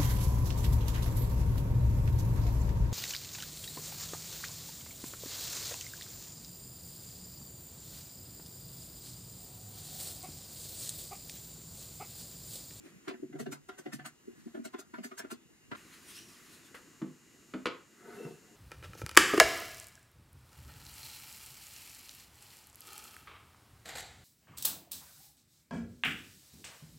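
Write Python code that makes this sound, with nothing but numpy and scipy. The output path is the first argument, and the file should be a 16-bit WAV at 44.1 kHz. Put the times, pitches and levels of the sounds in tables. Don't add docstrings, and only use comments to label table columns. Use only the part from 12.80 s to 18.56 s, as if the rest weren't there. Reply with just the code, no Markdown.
import sys
import numpy as np
from scipy import signal
from scipy.fft import rfft, irfft, next_fast_len
from scipy.io import wavfile
from scipy.ndimage import uniform_filter1d

SR = 44100
rng = np.random.default_rng(int(sys.argv[2]) if len(sys.argv) > 2 else 0)


def undo_db(level):
    steps = np.asarray(level, float) / 20
    return 10 ** steps


def unload_audio(sound):
    columns = np.transpose(np.atleast_2d(sound))
    steps = np.round(np.clip(columns, -1, 1) * 32767)
    wavfile.write(sys.argv[1], SR, steps.astype(np.int16))


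N = 254010
TIME = np.arange(N) / SR
CUT_S = 2.962


def unit(x):
    return x / np.sqrt(np.mean(x ** 2) + 1e-20)


def along(points, hz):
    f, v = np.transpose(points)
    return np.interp(np.log(hz + 1), np.log(f + 1), v)


def filtered(x, response):
    m = next_fast_len(N + SR // 2)
    return irfft(rfft(x, m) * response(np.fft.rfftfreq(m, 1 / SR)), m)[..., :N]


def shaped(spectrum):
    return lambda hz: undo_db(along(spectrum, hz))


def resonant(peaks):
    return lambda f: sum(undo_db(db) * (1j * f * w / (c * c - f * f + 1j * f * w)) ** 2 for c, w, db in peaks)


def tone(hz, t):
    return np.sin(2 * np.pi * (hz * t + rng.random()))


def field(shape, across, over):
    return unit(uniform_filter1d(uniform_filter1d(rng.standard_normal(shape), across, -2), over, -1))


def rush(response, patchy_db, alike):
    z = signal.stft(rng.standard_normal((2, N)), nperseg=512)[2]
    patches = undo_db(patchy_db * field(z.shape[1:], across=5, over=6))
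    pair = signal.istft(z * patches, nperseg=512)[1][:, :N]

    def mid_side(hz):
        turn = np.arccos(np.clip(along(alike, hz), -1, 1)) / 2
        return response(hz) * [np.cos(turn), np.sin(turn)]

    mid, side = filtered(pair, mid_side)
    return unit(np.array([mid + side, mid - side]))


def dying(t60, length, size=256):
    hz, t, z = signal.stft(rng.standard_normal((2, length)), SR, nperseg=size)
    return signal.istft(z * undo_db(-60 * t / t60(hz)[:, None]), SR, nperseg=size)[1][:, :length]


def swells(rows):
    t = TIME[::32]
    total = 0
    for s, db, rise, fall in rows:
        lengths = np.where(t < s, (s - t) / rise, (t - s) / fall)
        total = total + undo_db(db - 9 * np.clip(lengths, 0, 12))
    return np.interp(TIME, t, total)


def bursts(rows, voice, swell, fade):
    out = np.zeros(N)
    for s, db, rise, fall, *pitch in rows:
        span = slice(max(round((s - .06) * SR), 0), round((s + .2) * SR))
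        t = TIME[span] - s
        shape = undo_db(-9 * np.where(t < 0, np.abs(t / rise) ** swell, np.abs(t / fall) ** fade))
        sound = voice(t, span, *pitch)
        level = np.sqrt(np.sum(shape ** 2) / np.sum((shape * sound) ** 2))
        out[span] += undo_db(db) * shape * sound * level
    return out


def timed(s, db, shape, *voice, slower_db=0):
    return (s, db, shape[0] * undo_db(slower_db), shape[1], *voice)


# freq_hz, level_db
LAMP_LINES = [(2008, -82), (2826, -79), (3908, -86), (4269, -89), (4387, -87), (4748, -86), (4990, -85),
              (5227, -87), (5469, -87), (5771, -87), (5889, -86), (6191, -87), (6250, -82), (6368, -86),
              (6492, -82), (6551, -81), (6611, -83), (6729, -79), (6971, -88), (7090, -74), (7332, -82),
              (7450, -83), (7574, -81), (7693, -84), (7811, -86), (7935, -90), (8533, -87), (8656, -83),
              (10880, -89), (12080, -90)]
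# freq_hz, level_db
LAMP_COMB = [(900, -104), (2000, -97), (4000, -96), (7000, -93), (9000, -98), (13000, -100)]
MAINS_HZ, STEADY_HZ = 60.09, 7090
SLIP_S, SLIP_RAD = .6, 1.75


def lamps():
    bin_of = lambda hz: np.round(hz * N / SR)
    comb = MAINS_HZ * np.arange(15, 220)
    comb_db = along(LAMP_COMB, comb) + 6.1 * np.clip(rng.standard_normal(len(comb)), -3, 1)
    levels = dict(zip(bin_of(comb), comb_db))
    levels.update({bin_of(round(hz / MAINS_HZ) * MAINS_HZ): db for hz, db in LAMP_LINES})
    grid = np.zeros(N // 2 + 1, complex)
    for k, db in levels.items():
        grid[int(k)] = undo_db(db) * N / np.sqrt(2) * np.exp(2j * np.pi * rng.random())
    slip = np.exp(.5j * SLIP_RAD * np.array([[1], [-1]]))
    apart = irfft(grid * slip, N)
    near = np.abs(np.fft.rfftfreq(N, 1 / SR) - STEADY_HZ) < MAINS_HZ / 2
    early = apart + irfft(grid * near * (1 - slip), N)
    return np.where(TIME < SLIP_S, early, np.where(TIME < CUT_S, apart, irfft(grid, N)))


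# freq_hz, level_db_per_hz
HUM = [(15, -51), (25, -24.5), (152, -6.5), (340, -5), (568, -21.5), (805, -23), (1080, -20), (2010, -18),
       (2240, -23), (2850, -20.5), (3180, -27.5), (4160, -29), (7320, -32.5), (8160, -31.5), (15600, -33.5)]
# freq_hz, likeness
HUM_ALIKE = [(60, 0.73), (300, 0.88), (1400, 0.81), (3500, 0.21), (7000, 0.067), (15000, 0.44)]


def background():
    return undo_db(-59.0) * rush(shaped(HUM), patchy_db=1.5, alike=HUM_ALIKE)


# peak_s, rustle_db, rise_s, fall_s, brush_over_rustle_db
MOVES = [(.058, -67, 0.021, 0.086, 2.5), (0.252, -79, 0.0037, 0.05, 13), (1.6, -73, 0.071, 0.19, -0.5),
         (2.972, -64, 0.011, 0.18, 3), (3.138, -59, 0.02, 0.032, -2.5), (3.309, -55, 0.049, 0.017, -6),
         (3.371, -51.5, 0.043, 0.053, -13.5), (3.49, -65, 0.01, 0.17, -16), (3.65, -69.5, 0.27, 0.45, 4.5),
         (3.748, -59.5, 0.04, 0.031, -38), (3.868, -63, 0.021, 0.02, -29), (3.948, -57, 0.0018, 0.025, 7.5),
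         (5.37, -62.5, 0.14, 0.11, -6), (5.488, -68, 0.056, 0.13, -25)]
# freq_hz, level_db_per_hz
RUSTLE = [(1470, -63), (2500, 7), (2910, 4.5), (4170, 7), (4900, 4.5), (7820, 3), (8900, 5), (10200, 4),
          (15600, -3.5)]
# freq_hz, level_db_per_hz
BRUSH = [(350, -19), (600, -4), (871, -4.5), (1120, 4.5), (1680, 4.5), (1840, 8), (4000, -18), (5200, -22),
         (8800, -120)]


def sleeves():
    rustle = swells([row[:4] for row in MOVES])
    brush = swells([(s, db + more_db, rise, fall) for s, db, rise, fall, more_db in MOVES])
    cloth = rush(np.ones_like, patchy_db=1.9, alike=[(1000, .75), (4000, .8), (7000, .92), (15000, .84)])
    return rustle * unit(filtered(cloth, shaped(RUSTLE))) + brush * unit(filtered(cloth, shaped(BRUSH)))


def rubbing():
    return rush(np.ones_like, patchy_db=1, alike=[(100, .93), (5000, .85)])


# peak_s, level_db, rise_s, fall_s, body_hz
DRAGGING = [
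    (.062, -49.5, 0.015, 0.027, 300),
    (.07, -65, .015, 0.024, 516),
    (.13, -56.5, .04, 0.047, 198),
]
DRAG_WIDTH_HZ = 98


def dragging():
    rub = rubbing()
    return sum(swells([row]) * unit(filtered(rub, resonant([(hz, DRAG_WIDTH_HZ, 0)])))
               for *row, hz in DRAGGING)


# start_s, crack_peak_db, hollow_over_crack_db,
# hardness_db_per_octave, carcass_over_hollow_db
KNOCKS = [(0.28, -33.5, -10.5, 2.5, -24), (0.297, -45, -4.5, 1.5, -28), (0.308, -38.5, -25, -1, -12),
          (2.914, -38.5, -17, -1.5, -43), (2.917, -33.5, -23, -4, -27), (2.9256, -42.5, -20, -2, -27),
          (2.949, -42, -16, 1, -27), (3.944, -37.5, -28, 0.5, -22), (4.216, -34.5, 2.5, -4.5, -2),
          (4.222, -54.5, 16.5, -5, -15), (4.737, -29.5, -7, -3.5, -10.5), (4.745, -49.5, 16, -8, -8.5),
          (4.856, -20, -17.5, 1, -13), (4.86, -27.5, -10, -1, -15), (4.8668, -25, -12, 1, -19),
          (5.45, -34, -11.5, -10.5, 13)]
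# freq_hz, level_db_per_hz
CRACK = [(260, -7.5), (450, -7), (756, -18), (1090, -7.5), (2700, -13.5), (4670, -21), (5100, -26),
         (6010, -29), (8450, -33), (11900, -37.5), (15500, -70)]
# freq_hz, t60_s
WOOD = [(500, 0.2), (1000, 0.12), (1500, 0.087), (3000, 0.11), (6000, 0.11), (12000, 0.086)]
# freq_hz, level_db, t60_s
HOLLOW = [(196, -2, 0.2), (258, 9, 0.15), (319, 9.5, 0.085), (385, -9, 0.085)]
# freq_hz, level_db, t60_s
SIDES = [(361, -7, 0.3), (501, 0, 0.32), (1010, -4, 0.16), (1270, 10, 0.045), (1730, -13, 0.18),
         (2000, -13, 0.2), (2350, -14, 0.22), (2720, -15, 0.2), (2990, -8, 0.04), (3990, -20, 0.15),
         (4580, -20, 0.1)]
# freq_hz, level_db, t60_s
CARCASS = [(152, 6, 0.37)]
BENCH_RING, CABINET_RING = 1.3, 0.69
RING_PER_HOLLOW_DB, BENCH_DAMP_DB = 0.43, -12


def ring(modes, t, length):
    return sum(undo_db(db + rng.normal(0, 1.0) - 60 * t / (t60 * length)) * tone(hz, t) for hz, db, t60 in modes)


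def knocks():
    out, t = np.zeros(N + SR), np.arange(SR // 4) / SR
    hz = np.fft.rfftfreq(len(t), 1 / SR)
    octaves = np.log2(np.clip(hz, 500, None) / 1000)
    closing = np.sqrt(np.clip(5 * (1 - t / t[-1]), 0, 1)) ** 4
    for s, db, hollow_db, hardness_db, carcass_db in KNOCKS:
        on_bench = s < CUT_S
        length = (BENCH_RING if on_bench else CABINET_RING) * undo_db(RING_PER_HOLLOW_DB * min(hollow_db, 0))
        colour = undo_db(along(CRACK, hz) + hardness_db * octaves)
        noise = dying(lambda f: length * along(WOOD, f), len(t), size=128)[0]
        dense = irfft(rfft(noise) * colour, len(t))
        sides_db = -11.5 + 2 * hardness_db + BENCH_DAMP_DB * on_bench
        crack = dense / np.abs(dense).max() + undo_db(sides_db) * ring(SIDES, t, length)
        hollow = ring(HOLLOW, t, length) + undo_db(carcass_db) * ring(CARCASS, t, length)
        sound = crack * (1 - np.exp(-t / .001)) + undo_db(hollow_db - 3) * hollow * (1 - np.exp(-t / .004))
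        out[round(s * SR):][:len(t)] += undo_db(db) * sound * closing
    return out[:N]


# freq_hz, level_db
BOX = [(255, -22), (325, -10), (372, -9.5), (410, -24), (500, -23)]


def thump(t, span, hz, second_hz, second_db):
    rest = sum(undo_db(db + rng.normal(0, 2.6)) * tone(c * rng.normal(1, 0.054), t) for c, db in BOX)
    return tone(hz, t) + undo_db(second_db) * tone(second_hz, t) + rest


# freq_hz, level_db
PLATES = [(650, -8.5), (745, -13), (985, -13), (1190, -14.5), (1370, -8.5), (1530, -7), (1760, -8),
          (1960, -9.5), (2150, -10.5), (2800, -14)]
NOTE_DB, NOTE_DAMP_DB_PER_S = 1, 330


def rap(t, panel, hz, bottom_hz, bottom_db):
    plates = sum(undo_db(db + rng.normal(0, 2.5)) * tone(c * rng.normal(1, .01), t) for c, db in PLATES)
    notes = tone(hz, t) + undo_db(bottom_db) * tone(bottom_hz, t) + plates
    return panel + undo_db(NOTE_DB - NOTE_DAMP_DB_PER_S * np.abs(t)) * notes


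# peak_s, level_db, fall_s
CUTS = [(0.288, -64, 0.0085), (0.604, -50, 0.019), (0.729, -48, 0.016), (0.895, -66, .006),
        (0.993, -55, 0.014), (1.139, -49, .018), (1.265, -48.5, .016), (1.858, -49.5, 0.013),
        (1.94, -68, 0.0092), (2.0, -51.5, 0.013), (2.249, -51, 0.02), (2.392, -45, 0.013),
        (2.519, -49.5, 0.015)]
# peak_s, level_db, note_hz, second_hz, second_db
CUT_THUDS = [(0.287, -36.5, 313, 373, -4), (0.611, -35.5, 242, 434, -12), (0.733, -40, 269, 430, -36),
             (0.999, -51, 250, 370, -4), (1.142, -38.5, 225, 281, -0.5), (1.269, -47.5, 303, 235, 2),
             (1.865, -43.5, 245, 367, -12), (1.951, -39.5, 261, 347, -5), (1.997, -45, 272, 366, -7),
             (2.259, -39, 252, 384, -31), (2.407, -51.5, 400, 244, 2), (2.529, -37.5, 240, 336, -4)]
# peak_s, level_db, side_hz, bottom_hz, bottom_db
CUT_RAPS = [(0.286, -47, 1747, 730, -10), (0.603, -48, 1917, 666, 0.5), (0.733, -46, 1433, 670, -19),
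            (0.992, -51.5, 1520, 1870, -2), (1.136, -46.5, 1780, 1520, 1), (1.263, -45, 1327, 1500, 0),
            (1.858, -48.5, 1420, 645, 3), (1.948, -46, 1460, 1037, 4), (1.995, -54, 1490, 630, 0),
            (2.246, -49.5, 1745, 640, -7), (2.404, -45.5, 1650, 683, -0.5), (2.517, -47, 1355, 1080, -5)]
# peak_s, level_db, note_hz, second_hz, second_db
LANDINGS = [(0.323, -41.5, 372, 280, -11), (0.346, -48, 370, 239, 8), (0.403, -52, 357, 248, 5),
            (0.435, -34, 294, 370, -6.5), (0.46, -47, 360, 262, 9), (0.501, -46.5, 250, 312, -8),
            (0.546, -38, 288, 352, -17), (0.56, -41, 318, 382, -5), (0.674, -35.5, 254, 407, -7),
            (0.691, -41, 275, 403, -11), (0.897, -43.5, 385, 260, -5.5), (0.951, -64, 293, 398, 4),
            (1.068, -39, 307, 236, -6), (1.194, -45.5, 258, 313, -2), (1.485, -45, 370, 241, -0.5),
            (1.67, -41, 231, 316, -4.5), (1.754, -38.5, 338, 233, -6.5), (1.782, -39.5, 280, 324, -9),
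            (1.8, -38.5, 239, 320, -14), (2.034, -64, 247, 347, 4), (2.144, -44.5, 336, 237, -5),
            (2.192, -42.5, 245, 330, -4), (2.211, -47, 347, 203, 7), (2.325, -46, 254, 380, -9),
            (2.45, -40, 266, 385, -13), (2.933, -59, 411, 290, -12), (2.958, -61, 244, 420, -5)]
# peak_s, level_db, side_hz, bottom_hz, bottom_db
LAND_RAPS = [(0.316, -51.5, 1752, 693, 16), (0.342, -58, 1750, 670, -17), (0.435, -63, 1610, 664, 15),
             (0.533, -58, 2050, 720, 2), (0.561, -53, 1390, 710, 13), (0.668, -47.5, 1700, 680, 3),
             (0.896, -46, 1380, 722, -2.5), (0.948, -67, 1550, 744, 7), (1.043, -70, 1520, 872, -5),
             (1.065, -49, 1955, 727, 0.5), (1.199, -50, 1740, 740, 3), (1.679, -64, 1760, 690, 6),
             (1.753, -49.5, 1736, 622, 5.5), (1.781, -56, 1500, 648, 18), (2.016, -60.5, 1400, 670, 5),
             (2.146, -46.5, 1465, 980, 3), (2.189, -50.5, 2130, 632, 9), (2.32, -51, 1210, 687, -1),
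             (2.383, -49, 1580, 935, -5), (2.451, -54.5, 1455, 636, 8), (2.92, -48.5, 1380, 964, 3.5),
             (2.935, -52.5, 1275, 694, 8), (2.957, -54, 1460, 1060, 17)]
# rise_s, fall_s of each kind
CUT_THUMP, CUT_RAP, CUT_SHAVE = (0.0094, 0.0049), (0.012, 0.0067), (0.012, 0.0091)
LAND_THUMP, LAND_RAP = (0.0076, 0.0064), (0.0065, 0.0094)
FIRM_DB, SLOWER_PER_DB = -35, -0.55
CUT_GRAZE_DB = -24


def stroke_rows():
    soft = lambda db: np.clip(SLOWER_PER_DB * (FIRM_DB - db), 0, 14)
    thuds = [timed(s, db, CUT_THUMP, *notes) for s, db, *notes in CUT_THUDS]
    thuds += [timed(s, db, LAND_THUMP, *notes, slower_db=soft(db)) for s, db, *notes in LANDINGS]
    raps = [timed(s, db + 1.0, CUT_RAP, *notes) for s, db, *notes in CUT_RAPS]
    raps += [timed(s, db + 1.5, LAND_RAP, *notes) for s, db, *notes in LAND_RAPS]
    shaves = [(s, db, CUT_SHAVE[0], fall) for s, db, fall in CUTS]
    shaves += [timed(s, db + CUT_GRAZE_DB, CUT_SHAVE) for s, db, *_ in LAND_RAPS]
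    return thuds, raps, shaves


# freq_hz, level_db_per_hz
PANEL = [(600, -5.5), (1050, -4), (1250, 0.5), (1500, 5.5), (1750, -6.5), (2050, -3.5), (2450, -8),
         (3400, -12), (6000, -23), (9000, -64)]
# freq_hz, level_db_per_hz
BLADE = [(1470, -40), (2500, 0.5), (4400, 7.5), (5370, 1.5), (6070, 8.5), (7940, 8), (15600, -3)]
# peak_s, level_db
BENCH_TOP = [(0.44, -54), (0.523, -55), (0.562, -46.5), (0.621, -47), (0.69, -44.5), (0.736, -47.5),
             (0.917, -76), (1, -59.5), (1.086, -52), (1.162, -46.5), (1.217, -46), (1.29, -59.5),
             (2.935, -67)]
TOP_HZ, TOP_BOOM = 145.3, (0.013, 0.027)
SMEAR = 2
BITE, LIFT = 2.2, 1.1


def planing():
    grit = rush(np.ones_like, patchy_db=3, alike=[(100, 0)])
    panel = unit(filtered(grit[0], shaped(PANEL)))
    blade = unit(filtered(grit[1], shaped(BLADE)))
    thud_rows, rap_rows, shave_rows = stroke_rows()
    boom_rows = [timed(s, db, TOP_BOOM) for s, db in BENCH_TOP]
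    thuds = bursts(thud_rows, thump, swell=SMEAR, fade=0.56)
    raps = bursts(rap_rows, lambda t, span, *notes: rap(t, panel[span], *notes), swell=SMEAR, fade=0.57)
    shaves = bursts(shave_rows, lambda t, span: blade[span], swell=BITE, fade=LIFT)
    booms = bursts(boom_rows, lambda t, span: tone(TOP_HZ * rng.normal(1, 0.045), t), swell=5.1, fade=0.82)
    return thuds + raps + shaves + booms


# peak_s, level_db, rise_s, fall_s, pitch_hz
FOLDS = [
    (3.285, -60, 0.014, 0.042, 8800),
    (3.36, -56, .015, 0.036, 5080),
    (3.39, -58, 0.029, 0.076, 5740),
    (3.39, -61, 0.022, 0.056, 3010),
    (3.5, -65, .03, 0.082, 5160),
]
FOLD_WIDTH_HZ = 450


def folds():
    slow_noise = lambda hz: 1 / (1 + (2 * hz / FOLD_WIDTH_HZ) ** 4)
    slow = unit(filtered(rng.standard_normal((2, N)), slow_noise))
    out = np.zeros(N)
    for *row, hz in FOLDS:
        phase = 2 * np.pi * hz * TIME
        out += swells([row]) * (slow[0] * np.cos(phase) + slow[1] * np.sin(phase))
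    return out


# time_s, runner_db
PUSH = [(5.1, -78), (5.17, -71), (5.24, -57.5), (5.29, -47.5), (5.33, -51), (5.36, -47), (5.4, -47.5),
        (5.448, -45), (5.49, -47), (5.54, -58.5), (5.602, -68.5), (5.76, -59)]
# peak_s, level_db, rise_s, fall_s
SCRAPING = [
    (5.19, -65, 0.03, 0.39),
    (5.32, -58.5, 0.06, 0.08),
    (5.39, -63, 0.032, .03),
    (5.462, -60, .015, 0.016),
]
# peak_s, level_db, rise_s, fall_s
SQUEALING = [
    (5.445, -57.5, .025, .025),
    (5.39, -69, .05, .06),
    (5.54, -72, .08, .15),
]
# freq_hz, width_hz, level_db
RUNNER = [(218.5, 69, -6.5), (375, 123, -6.5), (702, 46, -11), (914, 28, -15.5)]
# freq_hz, width_hz, level_db
SCRAPE = [(1330, 280, -3), (1467, 64, -3), (1674, 100, -6), (1936, 200, -8), (2025, 44, -6.5)]
# freq_hz, width_hz, level_db
SQUEAK = [(2680, 120, 0)]
GROAN_HZ, GROAN_DB, GROAN_WANDER_RAD = 411, -4.5, 2.7
SQUEAL_HZ, SQUEAL_OCTAVE_DB, SQUEAL_WANDER_RAD = 2680, -13, 2.3
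RUB_SHARE = .75


def slide():
    push_s, push_db = np.transpose(PUSH)
    pushing = (TIME >= push_s[0] - .01) & (TIME <= push_s[-1] + .01)
    runner_gain = undo_db(np.where(pushing, np.interp(TIME, push_s, push_db), -150))
    rub = rubbing()
    runner, scrape, squeak = (unit(filtered(rub, resonant(peaks))) for peaks in (RUNNER, SCRAPE, SQUEAK))
    wander = unit(filtered(rng.standard_normal(N), lambda hz: 1 / (1 + (hz / 9) ** 2)))
    groan = undo_db(GROAN_DB) * np.sin(2 * np.pi * GROAN_HZ * TIME + GROAN_WANDER_RAD * wander)
    phase = 2 * np.pi * SQUEAL_HZ * TIME + SQUEAL_WANDER_RAD * wander[::-1]
    squeal = .6 * squeak + np.sin(phase) + undo_db(SQUEAL_OCTAVE_DB) * np.sin(2 * phase)
    return runner_gain * (groan + RUB_SHARE * runner) + swells(SCRAPING) * scrape + swells(SQUEALING) * squeal


# peak_s, level_db, note_hz, second_hz, second_db
SEATING = [
    (5.407, -40, 433, 244, -18),
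    (5.459, -44, 370, 226, -11),
    (5.467, -41.5, 357, 464, -3),
    (5.479, -42, 373, 247, -18),
]
SEAT_THUMP = (0.0039, 0.0056)  # rise_s, fall_s


def seating():
    return bursts([timed(s, db, SEAT_THUMP, *notes) for s, db, *notes in SEATING], thump, swell=3.9, fade=1.1)


# freq_hz, t60_s
SHOP = [(150, 0.38), (700, 0.53), (2000, 0.51), (5000, 0.4), (12000, 0.022)]


def shop(x, hurry):
    a, b = dying(lambda hz: along(SHOP, hz) / hurry, SR // 2)
    tail = np.array([a + 0.33 * b, a - 0.48 * b])
    late = np.pad(x, (200, 0))[None]
    return signal.fftconvolve(late, tail / np.linalg.norm(tail[0]), axes=1)[:, :N]


def sped_up(x):
    hz, _, z = signal.stft(x[:, :3 * SR], SR, nperseg=1024, noverlap=768)
    turn_rad = along([(200, 1.0), (450, 1.1), (900, 1.05), (6000, 1.05)], hz)[:, None]
    turn = turn_rad * field(z.shape[1:], across=6, over=16)
    opposed = np.array([1, -1])[:, None, None]
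    drifted = signal.istft(z * (1 + 1j * turn * opposed), nperseg=1024, noverlap=768)[1]
    return np.pad(drifted, ((0, 0), (0, N)))[:, :N]


KNEE_DB, SQUEEZE, RECOVER_S = -52.5, 0.42, 0.18
IDLE_DB = (-6.5, -1.64)


def automatic_gain(loud):
    keep, cut = np.exp(-1 / (RECOVER_S * SR)), round(CUT_S * SR)
    parts = (loud[:cut], loud[cut:])
    power = np.concatenate([signal.lfilter([1 - keep], [1, -keep], part ** 2) for part in parts])
    over_db = 10 * np.log10(1 + power / undo_db(2 * KNEE_DB))
    return undo_db(np.where(TIME < CUT_S, *IDLE_DB) - SQUEEZE * uniform_filter1d(over_db, size=2000))


def scene():
    no_deep_bass = lambda hz: (1j * hz / (95 + 1j * hz)) ** 3
    strokes, hits = filtered(np.array([planing(), knocks() + seating()]), no_deep_bass)
    gain = automatic_gain(strokes + hits)
    around = slide() + dragging() + sleeves() + gain * background()
    bench = strokes + hits
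    cabinet = hits * (TIME > CUT_S + .5)
    before = sped_up(bench + undo_db(-10.5) * shop(bench, hurry=4.0) + around)
    after = cabinet + undo_db(-8.0) * shop(cabinet, hurry=1.35) + around + folds()
    return np.where(TIME < CUT_S, before, after) + 1.535 * gain * lamps()


def band_limit(x):
    return signal.sosfilt(signal.butter(12, 15710, fs=SR, output="sos"), x)


# freq_hz, left_over_right_db, left_lead_rad
LEAN = [(50, -10.5, 0.15), (122, -2, 0.087), (293, 1, 0.19), (690, 1.5, 0.31), (1500, 0.5, 0.092),
        (9000, 0.5, 0.007)]


def record(dry):
    f, db, lead_rad = np.transpose(LEAN)

    def ports(hz):
        lean = along(np.transpose([f, db]), hz)
        lead = along(np.transpose([f, lead_rad]), hz)
        half = undo_db(lean / 2) * np.exp(.5j * lead)
        return (hz < 15760) * np.array([half, 1 / half])

    mix = filtered(dry, ports)
    return band_limit(mix)


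dry = scene()
out = record(dry)
unload_audio(out)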